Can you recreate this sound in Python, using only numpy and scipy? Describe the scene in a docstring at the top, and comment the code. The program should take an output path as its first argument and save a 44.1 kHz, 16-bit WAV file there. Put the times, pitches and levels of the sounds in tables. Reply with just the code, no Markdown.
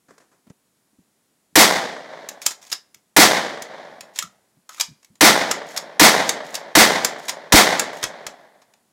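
"""First heard are brushing cloth and boots on soft dirt, over still air and a faint whine; then six shotgun blasts.
Each blast is scattered noise, muzzle-pulse echoes and a low boom; its colour darkens with delay, as from afar.
Between shots the action is racked: rubbing and striking steel is noise shaped by resonances.
Handling sounds excite a short reverberation of ground and trees; the input stage flattens the loudest peaks."""
import sys
import numpy as np
from scipy import signal
from scipy.fft import rfft, irfft
from scipy.io import wavfile
from scipy.ndimage import uniform_filter1d

SR = 44100
rng = np.random.default_rng(int(sys.argv[2]) if len(sys.argv) > 2 else 0)


def unload_audio(sound):
    """Save the sound as a 16-bit wav file, at the path given as the first command line argument."""
    columns = np.transpose(np.atleast_2d(sound))
    # keep every value between -1 and 1, then stretch to whole-number steps
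    steps = np.round(np.clip(columns, -1, 1) * 32767)
    wavfile.write(sys.argv[1], SR, steps.astype(np.int16))


N = 393372

# one row a shot: (time [s], strength [dB], treble tilt [dB per octave])
SHOTS = [(1.5551, -2.5, 1.15), (3.164, -1.5, .5), (5.2079, -2, 0), (5.9952, -1, 0), (6.7516, -2, 0),
         (7.5216, -1.5, 0)]
# strongest single echoes, from trunks and the forest edge: (delay [s], pulse peak before colouring [dB])
STRONG_ECHOES = [(.1255, -5), (.148, 4.5), (.155, 6), (.169, 4.5), (.203, -8), (.208, 2.5), (.248, -6),
                 (.304, -20), (.362, -6), (.411, -8), (.576, -16.5), (.619, -13.5)]


def shots(alike=0.79):
    """Coherence of a fixed scatterer: the land stays put, so the shots share most of their reflections."""
    t = np.arange(round(1.7 * SR)) / SR
    land = reflections(len(t))
    echoes = STRONG_ECHOES + trunk_echoes()
    out = np.zeros(N)
    for s, db, tilt_db in SHOTS:
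        # the shares add in power
        paths = np.sqrt(alike) * land + np.sqrt(1 - alike) * reflections(len(t))
        add(out, s, amp(db) * blast(t, paths, echoes, tilt_db))
    return out


# colour of a blast: (frequency [Hz], level from nearby [dB], level from far away [dB])
BLAST_COLOUR = [(40, -40, -43.5), (91, -27, -34), (170, -2, -7.5), (392, -1.5, -7), (624, 1.5, 4.5),
                (743, 3.5, 1.5), (1310, -1.5, -11), (1700, 1, -5.5), (2035, 4.5, -8), (2700, -6.5, -23),
                (3430, -1.5, -16), (6260, -4.5, -28), (8900, -9, -42), (15700, -15, -64.5)]
DULLING_S, DULLING_POWER = .3, 1.6  # with delay, the colour turns from nearby to far away
TILT_FROM_HZ = 2500  # a shot's tilt acts above this


def blast(t, paths, echoes, tilt_db, echo_s=0.00024, smear_db=-10, smear_s=0.0027, smear_growth=.007,
          boom_hz=308, boom_db=-2, boom_at=.027, boom_s=0.0078):
    """Propagation loss: the longer the path by which the land returns a shot, the more treble is lost."""
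    pressure = paths * amp(scatter_db(t))
    brief = t[:SR // 50]
    for s, db in echoes:
        # a rough reflector returns the muzzle pulse with a smear behind it, longer from farther away
        smear_decay = np.exp(-brief / (smear_s + smear_growth * s))
        smear = amp(smear_db) * smear_decay * rng.standard_normal(len(brief))
        add(pressure, s, amp(db) * (muzzle_pulse(brief, echo_s) + smear))

    hz, when, spectrum = signal.stft(pressure, SR, nperseg=512, noverlap=384)
    far = 1 - np.exp(-(when / DULLING_S) ** DULLING_POWER)
    near_db = np.outer(read(BLAST_COLOUR, hz), 1 - far)
    far_db = np.outer(read(BLAST_COLOUR, hz, axis=2), far)
    tilt = amp(tilt_db * np.log2(np.maximum(hz / TILT_FROM_HZ, 1)))
    spectrum = spectrum * amp(near_db + far_db) * tilt[:, None]
    wave = signal.istft(spectrum, SR, nperseg=512, noverlap=384)[1][:len(t)]

    # a hollow low boom swells and dies inside the first few hundredths of a second
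    swell = np.exp(-((t - boom_at) / boom_s) ** 2)
    boom = amp(boom_db) * swell * np.sin(2 * np.pi * boom_hz * t)
    return (wave + boom) * np.minimum(t / 0.0024, 1)


def muzzle_pulse(t, length):
    """Blast-wave form: a sudden overpressure followed by a longer, shallower suction."""
    u = np.maximum(t, 0) / length
    return (t >= 0) * (1 - u) * np.exp(-u)


def reflections(size, lumpy_db=3.5, foliage_db=1.15, split_hz=2300):
    """Size-dependent scattering: trunks and banks return lows in clumps, twigs and leaves treble evenly."""
    white = rng.standard_normal(size)
    clumps = evened(uniform_filter1d(uniform_filter1d(rng.standard_normal(size), size=240), size=80))
    low = signal.sosfiltfilt(signal.butter(2, split_hz, fs=SR, output="sos"), white)
    lumpy = evened(amp(lumpy_db * np.minimum(clumps, 1)))
    even = evened(amp(foliage_db * clumps))
    return low * lumpy + (white - low) * even


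# what throws each blast back, in turn the ground at the muzzle, the dirt bank, the trees round the
# clearing and the distant forest:
# (arrival [s], hold [s], level before colouring [dB], rise [dB per s], fall [dB per s])
RETURNS = [(0, .003, 4, 300, 330), (0.044, .017, 5, 330, 165), (.2, .01, -8, 90, 53),
           (.58, 0.1, -24, 128, 51)]


def scatter_db(t):
    """Incoherent addition: each part of the land swells, holds and dies away, and their powers add."""
    power = 1e-20
    for s, hold, db, rise, fall in RETURNS:
        before, after = np.maximum(s - t, 0), np.maximum(t - s - hold, 0)
        power = power + amp(db - rise * before - fall * after) ** 2
    return 10 * np.log10(power)


TRUNKS_PER_S, TRUNK_DB, NEAREST_TRUNK_S = 22, -2, .11  # TRUNK_DB: largest level against the scatter


def trunk_echoes(count=20):
    """Discrete scattering: lesser echoes at random delays, fading with the scatter; rows like STRONG_ECHOES."""
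    place, size = rng.random((count, 2)).T
    delay = NEAREST_TRUNK_S + (np.arange(count) + place) / TRUNKS_PER_S
    return list(zip(delay, scatter_db(delay) + TRUNK_DB + 10 * np.log10(size + 1e-6)))


# a push of air at the microphone: (time [s], peak before the input stage [dB], length [s])
GUST = (7.5398, 12, 0.0022)


def gust():
    """Bulk air flow: the last shot shoves the microphone with a pulse of air."""
    s, db, length = GUST
    return amp(db) * muzzle_pulse(np.arange(N) / SR - s, length)


# broad colour of the gun's steel: (frequency [Hz], level [dB])
STEEL = [(40, -27), (200, -14.5), (600, -9.5), (1000, -4), (1400, -4.5), (2200, 0), (2900, -5), (4800, -2),
         (7300, -1.5), (8500, -7.5), (13000, -13), (16000, -19)]
# resonances that all the steel parts share: (frequency [Hz], width [Hz], lift above the broad colour [dB])
STEEL_RINGS = [(1030, 77, 5), (2173, 210, -1), (3650, 220, 3.5), (5430, 300, 4), (6550, 390, 2.5),
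               (10460, 160, 3.5), (13440, 160, 8.5)]
# lighter clicks of trigger, latch and shell:
# (time [s], level [dB], decay time [s], treble tilt [dB per octave])
CLICKS = [(2.287, -22.5, 0.0038, 1.5), (2.416, -30.5, 0.01, 1), (2.506, -27.5, 0.01, 0),
          (2.944, -38.5, 0.0026, 2), (3.620, -27, 0.0051, 0.5), (4.007, -29, 0.0026, -0.5),
          (4.158, -34, 0.0068, 0.5), (4.223, -23, 0.0042, 0.5), (4.691, -34, 0.0031, .5),
          (5.028, -49.5, .0036, -1), (5.045, -43.5, 0.0031, 2.5), (5.154, -49.5, 0.0038, 0),
          (8.265, -23, 0.0054, -1.5), (8.617, -48, .0071, -3.5), (8.736, -47.5, 0.0033, -1)]
CLICK_HZ, CLICK_RING_DB = 6850, 3.5  # the small parts' own resonance


def action(chatter_db=4):
    """Friction and impact: steel parts rub with an uneven chatter, then hit their stops and rattle."""
    chatter = amp(chatter_db * evened(uniform_filter1d(rng.standard_normal(N), size=300)))
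    rub = evened(noise(STEEL, N, 0, STEEL_RINGS) * chatter)
    contacts = [contact for row in PUMPS for contact in pump_contacts(*row)]
    clacks = strikes(contacts, STEEL, STEEL_RINGS, rise_s=.0022, rattle_db=2.0,
                     main_width_hz=900, main_db=5.5)
    clicks = strikes([(*row, CLICK_HZ) for row in CLICKS], STEEL, STEEL_RINGS, rise_s=.0026,
                     rattle_db=1.5, main_width_hz=500, main_db=CLICK_RING_DB)
    return rub * stroke_effort() + clacks + clicks


# one row a pump of the action: (back stop time [s], level [dB], treble tilt [dB per octave],
# front stop time [s], level [dB], treble tilt [dB per octave])
PUMPS = [(2.462, -6.5, 3, 2.726, -15.5, 1), (4.187, -13.5, 1.5, 4.808, -12, 1.5),
         (5.511, -11, -1, 5.773, -15.5, 0.5), (6.291, -10, 0.5, 6.552, -16, .5),
         (7.046, -8.5, 1.5, 7.292, -14, 0), (7.794, -9.5, 0, 8.038, -14, -1.5)]
BACK_DECAY_S, BACK_HZ = 0.0047, 7420  # the action hits its back stop
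FRONT_DECAY_S, FRONT_HZ = .0043, 4970  # it locks at the front
BOLT_LEAD_S, BOLT_DB, BOLT_DECAY_S, BOLT_HZ = .0105, -8, .012, 3786  # lands before the lock; dB against it
FEED_DB, FEED_SPREAD_DB, FEED_DECAY_S = -41, 1.6, .004  # the shell jostles on its way in
PULL_S, PULL_DB, PULL_RISE_DB = 0.049, -37, 17  # the backward stroke rasps louder as it gathers speed
SLIDE_S, SLIDE_DB = .11, -49.5  # the forward stroke that leads up to the lock


def pump_contacts(back_s, back_db, back_tilt_db, front_s, front_db, front_tilt_db, count=3):
    """Successive impacts of one pump: ticks of the feeding shell, back stop, bolt, lock."""
    contacts = [(back_s, back_db, BACK_DECAY_S, back_tilt_db, BACK_HZ),
                (front_s - BOLT_LEAD_S, front_db + BOLT_DB, BOLT_DECAY_S, front_tilt_db, BOLT_HZ),
                (front_s, front_db, FRONT_DECAY_S, front_tilt_db, FRONT_HZ)]
    for k in range(count):
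        tick_s = front_s - SLIDE_S * (k + rng.random()) / count
        tick_db = FEED_DB + FEED_SPREAD_DB * rng.standard_normal()
        contacts.append((tick_s, tick_db, FEED_DECAY_S, 0, CLICK_HZ))
    return contacts


def stroke_effort():
    """Sliding friction grows with speed: a quickening pull to the back stop, an even push to the lock."""
    t, effort = np.arange(N) / SR, np.zeros(N)
    for back_s, _, _, front_s, _, _ in PUMPS:
        to_go = (back_s - t) / PULL_S
        pulling = (to_go > 0) & (to_go < 1)
        effort[pulling] += amp(PULL_DB - PULL_RISE_DB * to_go[pulling])
        effort[(t > front_s - SLIDE_S) & (t < front_s)] += amp(SLIDE_DB)
    return uniform_filter1d(effort, size=300)


# hollow knocks as a shell is handled: (time [s], level [dB], decay time [s], treble tilt [dB per octave])
KNOCKS = [(4.223, -28.5, 0.0038, 3), (4.691, -40, .018, 0), (4.778, -43, .008, 0)]
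# colour of a knock: (frequency [Hz], level [dB])
HOLLOW = [(100, -31.5), (900, -12), (1250, 6), (1500, 2), (2000, -32), (3200, -15), (9000, -38),
          (16000, -50)]
# the cavity's resonances: (frequency [Hz], width [Hz], lift above the broad colour [dB])
HOLLOW_RINGS = [(1290, 70, 8), (3200, 160, 9)]


def knocks():
    """Cavity resonance: dull contacts sound one small hollow."""
    return strikes(KNOCKS, HOLLOW, HOLLOW_RINGS, rise_s=.002)


def strikes(rows, colour, rings, rise_s, rattle_db=0.5, detune=0.0076, main_width_hz=850, main_db=6.0):
    """Modal excitation: short, rattling contacts; resonances shift as the parts sit differently each time."""
    out, t = np.zeros(N), np.arange(SR // 4) / SR
    for s, db, decay, tilt_db, *main in rows:
        shape = np.minimum(t / rise_s, 1) * np.exp(-np.maximum(t - rise_s, 0) / decay)
        wobble = evened(uniform_filter1d(rng.standard_normal(len(t)), size=50))
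        rattle = evened(amp(rattle_db * wobble))
        modes = [(hz * (1 + detune * rng.standard_normal()), width, lift) for hz, width, lift in rings]
        modes += [(hz, main_width_hz, main_db) for hz in main]  # the contact's own resonance, if it has one
        add(out, s, amp(db) * shape * rattle * noise(colour, len(t), tilt_db, modes))
    return out


def clearing(x, wet_db=-11.0, near_t60=.16, far_db=-17, far_t60=0.42, dull_hz=7000, trees_hz=2500):
    """Reverberation: small sounds come back briefly from the ground, and faint and dull from the trees."""
    t = np.arange(SR // 2) / SR
    ground, trees = rng.standard_normal((2, len(t))) * (t > .005)
    ground = signal.lfilter(*signal.butter(1, dull_hz, fs=SR), ground) * amp(-60 * t / near_t60)
    trees = signal.lfilter(*signal.butter(1, trees_hz, fs=SR), trees) * amp(far_db - 60 * t / far_t60)
    tail = ground + trees
    return x + amp(wet_db) * signal.fftconvolve(x, tail / np.linalg.norm(tail))[:N]


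# boots shifting on soft dirt: (time [s], level [dB], decay time [s], treble tilt [dB per octave])
SCUFFS = [(.466, -49.5, .014, 2), (.5, -41, 0.008, -.5), (.927, -62, .012, -6), (.984, -45.5, 0.011, -12),
          (1.525, -59.5, .017, -4), (2.958, -58, .015, -5), (4.235, -49.5, 0.04, -20),
          (4.567, -54, .015, -14), (4.88, -44.5, 0.022, -13), (4.905, -43, 0.015, -15),
          (5.1, -54.5, .03, -15)]
# colour of a scuff: (frequency [Hz], level [dB])
DIRT = [(40, -30.5), (110, -7), (190, 2.5), (350, -6.5), (700, -17), (2000, -30.5), (6000, -42.5),
        (16000, -50.5)]


def scuffs():
    """Granular friction: boots on soft dirt give short, mostly low bursts of noise."""
    return strikes(SCUFFS, DIRT, (), rise_s=0.0056)


# clothing and grit brushing: (time [s], level [dB], decay time [s], treble tilt [dB per octave])
RUSTLES = [(.083, -52.5, 0.066, 0), (.106, -44, .0063, -0.5), (.179, -46.5, 0.0066, 2.5),
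           (.2, -53, 0.037, 1), (.315, -59, .047, 0.5), (.498, -50, .0064, 3)]
# colour of a rustle: (frequency [Hz], level [dB])
CLOTH = [(50, -40), (140, -3), (300, 5), (700, -1.5), (1700, -4), (3000, -20), (7000, -14.5), (16000, -42)]


def rustles():
    """Surface friction: brushing clothing and grit give short bursts of coloured noise."""
    return strikes(RUSTLES, CLOTH, (), rise_s=0.0025)


# spectrum of still air: (frequency [Hz], relative density [dB per Hz])
AIR = [(18, -47), (30, -18.5), (202, 4), (389, -2), (2760, -12.5), (7860, -11.5), (8950, -13.5),
       (9680, -10.5), (15500, -19)]
AIR_DB = -68  # rms
# faint camera electronics: (frequency [Hz], rms level [dB])
WHINE = [(6998, -84.5), (8000, -85.5), (9502, -84), (10998, -88.5), (13001, -88)]


def quiet():
    """Stationary background: still air as steady noise, and a thin electronic whine of steady sines."""
    t = np.arange(N) / SR
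    whine = sum(amp(db) * np.sqrt(2) * np.sin(2 * np.pi * hz * t) for hz, db in WHINE)
    return amp(AIR_DB) * noise(AIR, N) + whine


def noise(colour, size, tilt_db=0, rings=()):
    """Spectral shaping: noise of rms 1 with a broad colour, a tilt per octave above 200 Hz and resonances."""
    hz = np.fft.rfftfreq(size, 1 / SR)
    db = read(colour, hz) + tilt_db * np.log2(np.maximum(hz, 200) / 200)
    for centre, width, lift in rings:
        db = db + lift / (1 + (2 * (hz - centre) / width) ** 2)
    return evened(irfft(rfft(rng.standard_normal(size)) * amp(db), size))


def amp(db):
    """Decibel law: level to amplitude ratio."""
    return 10 ** (np.asarray(db) / 20)


def evened(x):
    """Power normalisation: scales to rms 1."""
    return x / np.sqrt(np.mean(x ** 2) + 1e-20)


def read(points, hz, axis=1):
    """Logarithmic pitch scale: one column of a spectrum table, joined on a log-frequency axis."""
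    table = np.transpose(points)
    return np.interp(np.log(hz + 1), np.log(table[0]), table[axis])


def add(mix, s, sound):
    """Superposition: mixes a sound in at time s, in place."""
    part = mix[max(round(s * SR), 0):][:len(sound)]
    part += sound[:len(part)]


def scene(low_cut_hz=128):
    """Superposition of all sources; the small microphone takes in little bass from the blasts."""
    bass_cut = signal.butter(4, low_cut_hz, "high", fs=SR, output="sos")
    blasts = signal.sosfilt(bass_cut, shots())
    handling = clearing(action() + knocks())
    return (blasts + gust() + handling + scuffs() + rustles() + quiet())[None]


EDGE_HZ = 15900  # upper band limit


def record(dry, ceiling_db=-3.5, knee=8.0):
    """Saturation, then band limiting: the input stage flattens the blasts; lows and top treble are cut."""
    ceiling = amp(ceiling_db)
    clipped = dry / (1 + abs(dry / ceiling) ** knee) ** (1 / knee)
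    clipped = signal.lfilter(*signal.butter(1, 22, "high", fs=SR), clipped)
    low_pass = signal.firwin(255, EDGE_HZ, window=("kaiser", 8), fs=SR)
    return signal.oaconvolve(clipped, low_pass[None], "same")


dry = scene()
out = record(dry)
unload_audio(out)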